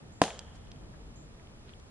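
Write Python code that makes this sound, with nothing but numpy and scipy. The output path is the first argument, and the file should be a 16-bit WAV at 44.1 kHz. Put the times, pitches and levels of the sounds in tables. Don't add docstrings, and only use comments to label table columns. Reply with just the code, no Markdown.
import sys
import numpy as np
from scipy import signal
from scipy.fft import rfft, irfft
from scipy.io import wavfile
from scipy.ndimage import uniform_filter1d

SR = 44100
rng = np.random.default_rng(int(sys.argv[2]) if len(sys.argv) > 2 else 0)


def wav_record(signal):
    frames = np.transpose(np.atleast_2d(signal))
    bounded = np.clip(frames, -1, 1)
    quanta = np.round(bounded * 32767).astype(np.int16)
    wavfile.write(sys.argv[1], SR, quanta)


def undo_db(level):
    steps = np.asarray(level, float) / 20
    return 10 ** steps


N = 83790
T = np.arange(N) / SR
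SHORT = T[:SR // 6]


def level(x, db):
    return x * undo_db(db) / np.sqrt(np.mean(x ** 2))


def band(x, lo_hz, hi_hz, order=2):
    sos = signal.butter(order, [lo_hz, min(hi_hz, SR / 2.2)], "band", fs=SR, output="sos")
    return signal.sosfilt(sos, x)


def walk(rate):
    k = int(SR / rate)
    held = np.repeat(rng.standard_normal(N // k + 1), k)
    return 1.3 * uniform_filter1d(uniform_filter1d(held, k), k)[:N]


def fade(t, t60):
    return (t >= 0) * np.exp(-np.log(1000) * np.clip(t / t60, 0, 3))


def late(x, s):
    return np.interp(T - s, T, x, left=0)


def add(out, x, s):
    i = int(s * SR)
    out[..., i:i + x.shape[-1]] += x[..., :N - i]


def ports(x, share, lag):
    wide_hz, order, top_hz = 3030, 1.47, 7000
    f = np.arange(N // 2 + 1) * SR / N
    wide = (f / wide_hz) ** order / (1 + (f / top_hz) ** order)
    side = irfft(rfft(x) * (share - 1j * lag * wide), N)
    return np.array([x, side])


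# f/Hz, level/dB
AIR_MID_TONE = [(25, -2), (66, 0), (235, -10.5), (492, -18), (800, -22.5), (2100, -33.5), (8530, -45.5),
                (11000, -47)]
AIR_SIDE_TONE = [(25, 7.5), (197, 1.5), (505, -3.5), (1000, -6), (1670, -9.5), (3680, -12), (8970, -17),
                 (11000, -38)]
# t/s, level/dB
RUMBLE_LEVELS = [(0, -51.5), (.2, -57), (.57, -52.5), (.8, -51.5), (1.05, -53), (1.35, -55.5), (1.9, -56.5)]


def air(colour, db, swell):
    swell_db, flicker_db, rumble_hz = .6, 1.2, 404
    f, tone = np.array(colour).T
    s, far = np.array(RUMBLE_LEVELS).T
    rumble = np.interp(T, s, far) - far.mean()
    out = 0
    for hz in 25 * 2 ** np.arange(0, 9, .5):
        unrest = swell_db * swell + flicker_db * walk(9)
        gain_db = np.interp(np.log(hz), np.log(f), tone) + unrest * min(1, (300 / hz) ** 0.55)
        gain_db = gain_db + rumble / (1 + (hz / rumble_hz) ** 2)
        noise = band(rng.standard_normal(N), hz / 1.19, hz * 1.19, order=3)
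        out = out + undo_db(gain_db) * noise
    return level(out, db)


# t/s, level/dB, extra side level/dB
CHIPS = [
    (0.12, -68, 9),
    (1.156, -64, 7),
]


def bird():
    top_hz, rise_hz, rise_s = 8050, 2200, .007
    sag_hz_per_s, rough_hz = 30000, 130
    chip_s, tail_db, tail_s = .045, -12, .11
    out, t = np.zeros((2, N)), SHORT
    for s, db, side_db in CHIPS:
        husk = walk(900)[:len(t)]
        hz = top_hz - rise_hz * np.exp(-t / rise_s) - sag_hz_per_s * t + rough_hz * husk
        gate = np.clip(np.minimum(t / .003, 1 - t / chip_s), 0, 1)
        chip = np.sin(2 * np.pi * np.cumsum(hz) / SR) * gate
        scatter = rng.standard_normal((2, len(t))) * np.clip(1 - (t / tail_s) ** 2, 0, 1)
        tail = level(signal.fftconvolve(chip[None], scatter)[:, :len(t)], tail_db)
        both = chip * np.array([[1], [-1]]) + tail
        add(out, undo_db(np.array([[db], [db + side_db]])) * both, s)
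    return out


# t/s, length/s, level/dB, centre f/Hz, width ratio
RUSTLES = [
    (0.479, 0.0073, -63, 2000, 1.23),
    (0.528, 0.059, -69, 2580, 2.84),
    (.668, 0.0066, -65, 3120, 1.18),
    (0.924, .035, -67, 1260, 1.47),
    (1.395, 0.0048, -59.5, 1700, 1.5),
    (1.47, 0.0046, -60.5, 2540, 1.33),
    (1.649, 0.095, -64.5, 1980, 2.07),
    (1.733, 0.0055, -55.5, 3020, 1.16),
    (1.797, 0.0053, -64.5, 3300, 2.2),
]


def leaves():
    cracks_per_s, uneven_db = 9000, 2.5
    out, t = np.zeros((2, N)), SHORT
    for s, length, db, hz, ratio in RUSTLES:
        cracks = (rng.random((2, len(t))) < cracks_per_s / SR) * rng.standard_normal((2, len(t)))
        cracks = cracks * undo_db(uneven_db * rng.exponential(size=cracks.shape))
        gate = np.clip(np.minimum(t, length - t) / (0.47 * length), 0, 1)
        ratio = max(ratio, 1.05)
        burst = band(cracks * gate, hz / ratio, hz * ratio, order=3)
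        burst = level(burst, db) * np.sqrt(length / t[-1])
        add(out, burst * np.array([[1], [.8]]), s)
    return out


# f/Hz, width ratio, mid level/dB, side level/dB, t60/s
TRUNKS = [(162, 1.424, -53.5, -91, .2), (293, 1.42, -57, -72, 0.083), (597, 1.4, -45.5, -67, 0.54),
          (1110, 1.66, -56, -65, 1.23), (2210, 1.83, -53.5, -68, 0.5), (3135, 1.09, -60.5, -66, 1.62),
          (4620, 1.61, -55, -54.5, 0.52), (6850, 1.126, -61.5, -56, 0.55), (8970, 1.09, -64, -56.5, 0.27)]


def trees():
    pop_s, rise_s, uneven_db = .216, 0.0014, 3
    early_db, early_t60_s = 2, 0.26
    settled = slice(SR // 40, SR // 4)
    out, t = np.zeros((2, N)), T[:SR]
    for hz, ratio, mid_db, side_db, t60 in TRUNKS:
        grains = rng.standard_normal((2, SR)) * undo_db(uneven_db * rng.exponential(size=(2, SR)))
        decay = fade(t, t60) + undo_db(early_db) * fade(t, early_t60_s)
        onset = 1 - np.exp(-(t / rise_s) ** 2)
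        ratio = max(ratio, 1.02)
        wet = band(grains * decay * onset, hz / ratio, hz * ratio, order=3)
        wet = wet / wet[:, settled].std(axis=1, keepdims=True)
        add(out, wet * undo_db(np.array([[mid_db], [side_db]])), pop_s)
    return out


ECHO_DELAYS = [.00285, .0100, .0209, .0624, .0873, .1745, .4994]
# level/dB, low edge f/Hz, high edge f/Hz, left share
ECHO_TONES = [
    (-8.5, 92, 1700, 0.089),
    (-17.5, 50, 820, .1),
    (-8, 1800, 7500, 0.076),
    (-25.5, 910, 7100, 0.091),
    (-16, 1900, 3700, 0.065),
    (-12, 3620, 8900, -0.41),
    (-22.5, 3000, 6200, -.12),
]


def echoes(pop):
    out = np.zeros((2, N))
    for s, (db, lo_hz, hi_hz, share) in zip(ECHO_DELAYS, ECHO_TONES):
        out += ports(undo_db(db) * band(late(pop, s), lo_hz, hi_hz), share, .6)
    return out


def ring(x, modes):
    tones = 0
    for hz, db, t60 in modes:
        tones = tones + undo_db(db) * np.cos(2 * np.pi * hz * SHORT) * fade(SHORT, t60)
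    return signal.fftconvolve(x, tones)[:N]


TOUCH_TIMES = [
    .21645,
    .2176,
]
# level/dB, push length t/ms
TOUCHES = [
    (-11.5, .22),
    (0, .45),
]
# f/Hz, level/dB, t60/s
POCKET_TONES = [(173, -4, 0.097), (276, 11.5, 0.02), (491, 10, 0.034), (590, 6, 0.015), (694, 8.5, 0.014),
                (1004, -5.5, 0.056), (1643, -14, 0.011)]
# f/Hz, level/dB, t60/s
LACE_TONES = [(3193, -6, 0.027), (3760, 7.5, 0.0027), (4860, -3.5, 0.013), (5580, -3, 0.0047),
              (6130, -3.5, .008), (7850, -11, 0.01), (9940, -46, 0.016)]


def glove():
    pop_db, crack_db, slap_db = -2.5, -23, -27
    crack_late_s, slap_t60_s = 0.00019, 0.0084
    push, crack, slap = np.zeros(N), np.zeros(N), np.zeros(N)
    for s, (db, ms) in zip(TOUCH_TIMES, TOUCHES):
        push += undo_db(db) * np.exp(-((T - s) / ms * 4000) ** 2) / ms
        crack[int((s + crack_late_s) * SR)] = undo_db(db)
        slap += undo_db(db) * fade(T - s, slap_t60_s)
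    pocket = band(ring(push, POCKET_TONES), 75, 8000, order=1)
    pocket = pocket / np.abs(pocket).max()
    laces = ring(crack, LACE_TONES)
    slap = slap * band(rng.standard_normal(N), 3370, 7700)
    return undo_db(pop_db) * pocket + undo_db(crack_db) * laces + undo_db(slap_db) * slap


def scene():
    swell = walk(2.5)
    background = np.array([air(AIR_MID_TONE, -50.5, swell), air(AIR_SIDE_TONE, -58, swell)])
    pop = glove()
    direct = ports(pop, 0.095, 1.1)
    mid, side = background + bird() + leaves() + trees() + echoes(pop) + direct
    return np.array([mid + side, mid - side])


def low_pass(x):
    return signal.sosfilt(signal.butter(12, 12140, fs=SR, output="sos"), x)


def record(dry):
    ceiling = 1.05
    rounded = dry / (1 + (dry / ceiling) ** 4) ** 0.24
    roll_off = signal.butter(12, 10800, fs=SR, output="sos")
    return low_pass(signal.sosfilt(roll_off, rounded))


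dry = scene()
out = record(dry)
wav_record(out)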